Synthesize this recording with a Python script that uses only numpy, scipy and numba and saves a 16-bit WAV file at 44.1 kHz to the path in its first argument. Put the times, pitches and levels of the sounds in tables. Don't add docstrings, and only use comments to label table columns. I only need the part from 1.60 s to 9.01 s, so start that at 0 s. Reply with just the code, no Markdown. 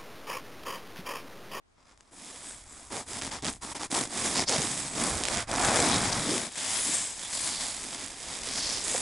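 import sys
import numpy as np
from scipy import signal
from scipy.fft import rfft, irfft
from scipy.io import wavfile
from scipy.ndimage import uniform_filter1d
from numba import njit

SR = 44100
rng = np.random.default_rng(int(sys.argv[2]) if len(sys.argv) > 2 else 0)


def master_out(mix):
    frames = np.transpose(np.atleast_2d(mix))
    ceiling = np.clip(frames, -1, 1)
    pcm = np.round(ceiling * 32767).astype(np.int16)
    wavfile.write(sys.argv[1], SR, pcm)


N = 326781

# (start [s], rise [s], fall [s], rasp [dB], drum [dB re rasp], fizz [dB re rasp],
#  patch pitch [Hz], patch ring [dB re drum], grain size spread [dB])
HAND_STROKES = [ (0.0, .3, .06, -74, 2, -4, 1050, -9, 5), (.16, .04, .07, -71, 4, -8, 900, -4, 5),
                (.24, 0.08, .05, -62, 0.5, -6, 1060, -5, 8), (.34, 0.12, 0.18, -67, 1, -1, 950, -7, 7),
                (.512, .015, .11, -58, 3, 5, 250, -6, 5), (.545, .08, .2, -50.5, -3, 3, 245, -7, 4),
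                (.617, .267, .22, -50, -3.5, 4, 1190, -9, 5.5),
                (1.039, 0.077, 0.35, -54.5, -1, 5.5, 980, -7, 5.5),
                (1.299, .035, .13, -42, 1, 1.5, 800, -8, 5),
                (1.452, 0.14, 0.025, -42.5, -1.5, 3.5, 282, -12, 6),
                (1.609, 0.017, 0.091, -40, -1, 0, 272, -15, 8),
                (1.704, 0.019, .1, -42.5, -1, -1.5, 920, -5.5, 5.5),
                (1.818, 0.054, 0.051, -36, 1.5, -1.5, 223, -4.5, 7.5),
                (1.879, 0.03, 0.081, -49, -1, 7.5, 180, -6, 12), (2.008, .03, .09, -44.5, 0, 4, 930, -6, 4),
                (2.07, 0.053, 0.015, -42, -1, 3.5, 940, -3, 2.5),
                (2.146, .01, 0.042, -38.5, -1, -1, 890, -8, 5.5),
                (2.191, .012, .06, -40, -1, -3, 915, -7, 6), (2.21, .04, .028, -42, -1, 0, 915, -7, 7),
                (2.3, .045, .175, -35.5, -.5, 2.5, 287, -7, 7),
                (2.472, .24, 0.072, -34.5, -1.5, 2.5, 326, -15, 4.5),
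                (2.723, .074, .058, -31.5, -1, -0.5, 286, -12, 7),
                (2.869, 0.057, 0.18, -30.5, -2, 0, 570, -8, 8),
                (2.946, 0.14, 0.36, -38.5, -3.5, 3, 193, -2.5, 4),
                (3.295, 0.2, 0.17, -34, 1.5, 3, 228, -15, 5.5),
                (3.585, .2, 0.065, -34.5, -1.5, 0.5, 570, -7, 6),
                (3.868, .045, 0.07, -39, 4, 1, 570, -10, 6.5), (3.88, 0.22, .26, -32, 3, 1.5, 690, -8, 6),
                (4.09, 0.29, .4, -31.5, 2, -.5, 170, -7.5, 6.5),
                (4.551, 0.17, .2, -34.5, -3, 2, 275.8, -7, 4.5),
                (4.9, 0.085, .15, -40.5, -8.5, 1.5, 690, -16, 5),
                (4.93, 0.29, .4, -34, -9.5, 2.5, 676, -17, 4),
                (5.49, 0.38, .47, -37.5, -8, 3.5, 715, -11, 5.5),
                (6.139, 0.24, .21, -40, -6, 1, 292, -13, 7),
                (6.457, 0.64, .35, -37.5, -6, 1.5, 446, -14, 5),
                (7.205, 0.18, 0.15, -35.5, -7, 4, 460, -7.5, 6.5)]
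# (time [s], peak [dB], treble [dB re mid band])
CRUST_SNAPS = [(0.3125, -45, -9), (0.376, -39, -3), (0.4078, -35, -19), (1.3676, -19.5, -12),
               (1.615, -20, -9), (1.6211, -16, -9), (1.8238, -24, 4), (1.8463, -16, 6), (1.8584, -18, -2),
               (1.867, -14, -8), (1.8784, -17, -16), (1.884, -16, -15), (1.8948, -21, -2),
               (1.9365, -27, -3), (2.316, -14.5, -7), (2.3485, -11.5, -4), (2.366, -15, 0),
               (2.7782, -13, -10), (2.8037, -15.5, -3), (2.8873, -13, 4), (2.8943, -8, -1),
               (2.9024, -12, 14), (3.0193, -13, -2), (3.6368, -9.5, -3), (3.6534, -9.5, -6),
               (3.6853, -9.5, -15), (3.7489, -13, 13), (3.7723, -11, 8), (3.9534, -15, -4),
               (4.0486, -8.5, 11), (4.1597, -14, -6), (4.1714, -15, -9), (4.2025, -8, 5), (4.259, -20, 6),
               (4.2824, -21, 4), (4.4133, -20, -10), (7.363, -18, 3)]
# (centre [s], half length [s], pitch [Hz], width [Hz], level [dB])
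WEAVE_ZIPS = [(0.89, 0.061, 8100, 1380, -45), (1.119, 0.045, 7700, 1400.0, -54.0),
              (1.868, 0.037, 3320, 990, -46), (2.356, 0.012, 5110.0, 2500.0, -39),
              (2.792, 0.033, 5070, 1100, -31.0), (2.886, 0.015, 5160, 1100, -29.5),
              (2.94, 0.026, 4900.0, 3020.0, -30.5), (3.253, 0.15, 8000, 1210, -42),
              (3.67, 0.025, 3550, 3460, -39), (3.79, 0.034, 1580, 1160, -36),
              (4.064, 0.12, 1400, 954, -34.5), (4.34, 0.038, 3900, 685, -33),
              (4.529, 0.0048, 5170, 2462, -26), (4.633, 0.11, 3730, 600.0, -43.5),
              (5.194, 0.28, 3500, 700, -49), (5.223, 0.09, 9900, 2500.0, -32.5),
              (5.345, 0.16, 7880, 2230.0, -32.0), (5.351, 0.0062, 8400, 2510.0, -28),
              (5.65, 0.03, 3584, 590.0, -44), (5.752, 0.012, 7400, 2490.0, -32.5),
              (5.76, 0.037, 4910.0, 1010.0, -40), (5.96, 0.18, 4550.0, 1100, -40.5),
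              (7.07, 0.15, 5047, 2270, -33), (7.247, 0.01, 7650.0, 2560.0, -30.5),
              (7.335, 0.046, 7200, 2010.0, -36)]
# (centre [s], half length [s], pitch [Hz], level [dB])
FOLD_THRUMS = [(1.345, .025, 380, -38), (1.834, .01, 260, -41), (2.37, .035, 1050, -36),
               (2.94, 0.017, 690, -32), (2.999, 0.019, 145, -35), (3.55, .04, 78, -39),
               (3.777, .014, 230, -35), (4.375, 0.031, 114.6, -35), (4.717, .05, 313, -30.5),
               (5.287, .025, 257, -42), (7.349, .007, 540, -29)]
# (time [s], left minus right [dB])
HAND_PAN = [(0, 2), (.6, -1), (3.4, -1), (3.7, -2), (4.85, 1.5), (6.3, -1.5), (7.41, -1.5)]
# (time [s], level [dB])
SWAY_LEVELS = [(0, -81), (.4, -71), (1.4, -59), (1.6, -54.5), (3, -57.5), (3.55, -51), (4.4, -46),
               (4.95, -60.5), (6.2, -56), (7.4, -54.5)]
# (frequency [Hz], density [dB])
RASP_SPECTRUM = [(300, -18.5), (900, -0.5), (1300, -4.5), (1650, 0), (2150, 1.5), (2830, -1), (3500, 2),
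                 (4300, -2), (5050, 3), (5950, -2), (6700, -2), (8000, -8), (11000, -37)]
FIZZ_SPECTRUM = [(3000, -36.5), (5950, -8.5), (6750, 0.5), (7400, 1.5), (8250, 4), (9150, 0), (10200, 1.5),
                 (11200, -4.5)]
PANEL_SPECTRUM = [(20, -42), (45, -17), (85, -2), (170, -1.5), (270, 3.5), (370, -1.5), (500, -2.5),
                  (720, 1), (1000, -3), (1400, -5.5), (2500, -8), (6000, -46)]
SNAP_SPECTRUM = [(60, -29), (300, 5), (1200, 5), (2200, 6), (3600, 6.5), (5200, 6), (7500, 11.5),
                 (11000, -4), (13000, -38)]
SWAY_SPECTRUM = [(12, -14), (30, -3), (70, -5), (110, -10.5), (300, -51), (2000, -68)]
AIR_SPECTRUM = [(25, -7), (80, -18), (250, -15), (700, -16), (2000, -24), (11000, -40)]

RISE_EXPONENT, FALL_EXPONENT, DRUM_EXPONENT = 0.83, 1.21, 0.95
MIN_RAMP_S = 0.0054
UNSTEADY_DB, UNSTEADY_PER_S = 1.3, 28
RASP_DB, FIZZ_DB, PANEL_DB, PATCH_DB, AIR_DB = 0.12, -0.22, -0.06, -2.4, -74
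PATCH_SAG = 0.075
TRICKLE_DB, TRICKLE_S = -16.5, 0.021
ZIP_SAG, ZIP_WOBBLE, ZIP_GRIT_DB = 0.036, 0.025, 4.5
THRUM_RISE_OCT_PER_S, THRUM_WIDTH_RATIO = 6.3, 0.46
TOP_HZ = 11050


def rubbing(gains, patch_hz, grit_db):
    rasp_gain, fizz_gain, drum_gain, patch_gain = gains
    grip = 0.27 * stick_slip(per_s=220, decay_s=0.00099)
    frost = fractures(grit_db, grip, per_s=9000)
    powder = fractures(grit_db, grip, per_s=14000)
    rasp = undb(RASP_DB) * colour(frost, RASP_SPECTRUM)
    fizz = undb(FIZZ_DB + 0.8 * walk(14)) * colour(unit(0.4 * frost + powder), FIZZ_SPECTRUM)
    tugs = fractures(grit_db, 0.23 * stick_slip(per_s=60, decay_s=0.0099), per_s=1800)
    load = unit(frost + 1.06 * tugs)
    panel = undb(PANEL_DB) * colour(load, PANEL_SPECTRUM)
    patch = undb(PATCH_DB) * resonance(load, patch_hz * undb(walk(40)), 80 + 0.29 * patch_hz)
    return rasp_gain * rasp + fizz_gain * fizz + drum_gain * panel + patch_gain * patch


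def hand_motion():
    t, power, feel = np.arange(N) / SR, np.zeros((4, N)), np.zeros((2, N))
    for start_s, rise_s, fall_s, rasp_db, drum_db, fizz_db, patch_hz, patch_db, grit_db in HAND_STROKES:
        i = slice(*np.searchsorted(t, [start_s, start_s + rise_s + fall_s]))
        speed = stroke_speed(t[i] - start_s, rise_s, fall_s)
        rasp = undb(rasp_db) * speed
        drum = undb(rasp_db + drum_db) * speed ** DRUM_EXPONENT
        patch = drum * undb(patch_db)
        power[:, i] += np.array([rasp, rasp * undb(fizz_db), drum, patch]) ** 2
        feel[0, i] += patch ** 2 * np.log(patch_hz * (1 - PATCH_SAG * (1 - speed)))
        feel[1, i] += rasp ** 2 * grit_db
    power = trickle(power)
    log_hz, grit_db = trickle(feel) / (power[[3, 0]] + 1e-30)
    gains = np.sqrt(power) * undb(UNSTEADY_DB * walk(UNSTEADY_PER_S))
    return gains, np.maximum(np.exp(log_hz), 20), grit_db


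def stroke_speed(t, rise_s, fall_s):
    rise = np.clip(t / max(rise_s, MIN_RAMP_S), 0, 1)
    fall = np.clip((rise_s + fall_s - t) / max(fall_s, MIN_RAMP_S), 0, 1)
    return np.sin(np.pi / 2 * rise) ** RISE_EXPONENT * np.sin(np.pi / 2 * fall) ** FALL_EXPONENT


def fractures(spread_db, grip, per_s, window_samples=1300):
    happens = rng.random(N) < per_s / SR
    strength = np.clip(rng.standard_normal(N), -3, 2.7)
    sign = np.sign(rng.standard_normal(N))
    breaks = happens * sign * undb(spread_db * (strength + grip))
    return breaks / np.sqrt(uniform_filter1d(breaks ** 2, window_samples) + 1e-9)


def stick_slip(per_s, decay_s):
    jumps = (rng.random(N) < per_s / SR) * rng.random(N)
    grip = signal.lfilter([1], [1, -np.exp(-1 / (decay_s * SR))], jumps)
    return unit(grip - grip.mean())


def trickle(power):
    pole = np.exp(-1 / (TRICKLE_S * SR))
    return power + undb(TRICKLE_DB) ** 2 * signal.lfilter([1 - pole], [1, -pole], power)


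def crust_snaps(size=512):
    out, t, ring = np.zeros(N + size), np.arange(size) / SR, impulse_response(SNAP_SPECTRUM)
    for time_s, peak_db, treble_db in CRUST_SNAPS:
        tick = 0.13 * rng.standard_normal(size) * np.exp(-t / 0.001)
        tick[0] = 1
        dull = signal.lfilter([0.35], [1, -0.65], tick)
        snap = np.convolve(dull + undb(treble_db) * (tick - dull), ring)[:size]
        start = int(time_s * SR)
        out[start:start + size] += undb(peak_db) * snap / np.abs(snap).max()
    return out[:N]


def weave_zips():
    out, wobble = np.zeros(N), 1 + ZIP_WOBBLE * walk(50)
    slips = fractures(ZIP_GRIT_DB, 0.42 * stick_slip(per_s=190, decay_s=0.0025), per_s=12000)
    for centre_s, half_s, hz, width_hz, db in WEAVE_ZIPS:
        i, _, speed = slide(centre_s, half_s)
        pitch_hz = hz * wobble[i] * (1 - ZIP_SAG * (1 - speed))
        out[i] += undb(db) * speed * resonance(slips[i], pitch_hz, width_hz)
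    return out


def fold_thrums():
    out, drag = np.zeros(N), rng.standard_normal(N)
    for centre_s, half_s, hz, db in FOLD_THRUMS:
        i, t, speed = slide(centre_s, half_s)
        pitch_hz = hz * 2 ** (THRUM_RISE_OCT_PER_S * t)
        out[i] += undb(db) * speed * resonance(drag[i], pitch_hz, THRUM_WIDTH_RATIO * hz)
    return out


def slide(centre_s, half_s):
    i = np.arange(max(int((centre_s - 2 * half_s) * SR), 0), min(int((centre_s + 2 * half_s) * SR), N))
    t = i / SR - centre_s
    return i, t, np.exp(-(t / half_s) ** 2)


def scatter(hand):
    spectrum = [(60, -15), (200, -7.5), (500, 0), (1200, 6), (4000, 4), (11000, 3.5)]
    return undb(-12.5) * colour(hand * walk(600), spectrum)


def wall_sway():
    return undb(curve(SWAY_LEVELS) + 2 * walk(3.4)) * colour(rng.standard_normal(N), SWAY_SPECTRUM)


def mountain_air():
    side = undb(AIR_DB + 4) * colour(rng.standard_normal(N), AIR_SPECTRUM)
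    mid = undb(AIR_DB + 1.3 * walk(4.8)) * colour(rng.standard_normal(N), AIR_SPECTRUM)
    return mid, side


def resonance(x, hz, width_hz):
    hz, width_hz = hz * np.ones(len(x)), width_hz * np.ones(len(x))
    band = bandpass(x, hz, width_hz)
    return unit(bandpass(band, hz, 2 * width_hz) / np.sqrt(width_hz))


@njit
def bandpass(x, hz, width_hz):
    y, band_state, low_state = np.empty(len(x)), 0., 0.
    for i in range(len(x)):
        g, damping = np.tan(np.pi * hz[i] / SR), width_hz[i] / hz[i]
        band = (band_state + g * (x[i] - low_state)) / (1 + g * (g + damping))
        band_state = 2 * band - band_state
        low_state += 2 * g * band
        y[i] = damping * band
    return y


def colour(x, spectrum):
    return signal.fftconvolve(x, impulse_response(spectrum))[:N]


def impulse_response(spectrum, size=2048):
    hz, db = np.transpose(spectrum)
    bins_hz = np.maximum(np.arange(size // 2 + 1) * SR / size, 1)
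    magnitude = undb(np.interp(np.log(bins_hz), np.log(hz), db))
    cepstrum = irfft(np.log(magnitude))
    cepstrum[1:size // 2] *= 2
    cepstrum[size // 2 + 1:] = 0
    impulse = irfft(np.exp(rfft(cepstrum)))
    return impulse / np.linalg.norm(impulse)


def walk(turns_per_s):
    hold = max(int(SR / turns_per_s), 2)
    steps = np.repeat(rng.standard_normal(N // hold + 1), hold)[:N]
    return unit(uniform_filter1d(steps, hold))


def curve(rows):
    return np.interp(np.arange(N) / SR, *np.transpose(rows))


def undb(db):
    return 10 ** (np.asarray(db) / 20)


def unit(x):
    return x / np.sqrt(np.mean(x ** 2))


def scene():
    gains, patch_hz, grit_db = hand_motion()
    hand = rubbing(gains, patch_hz, grit_db) + crust_snaps() + weave_zips() + fold_thrums()
    pan_db = curve(HAND_PAN)
    panned_hand = hand * undb(np.array([pan_db, -pan_db]) / 2)
    hand_side = scatter(hand)
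    air_mid, air_side = mountain_air()
    side = hand_side + air_side
    return panned_hand + wall_sway() + air_mid + np.array([side, -side])


def record(dry):
    return signal.sosfilt(signal.ellip(12, 0.1, 80, TOP_HZ, fs=SR, output="sos"), dry)


dry = scene()
out = record(dry)
master_out(out)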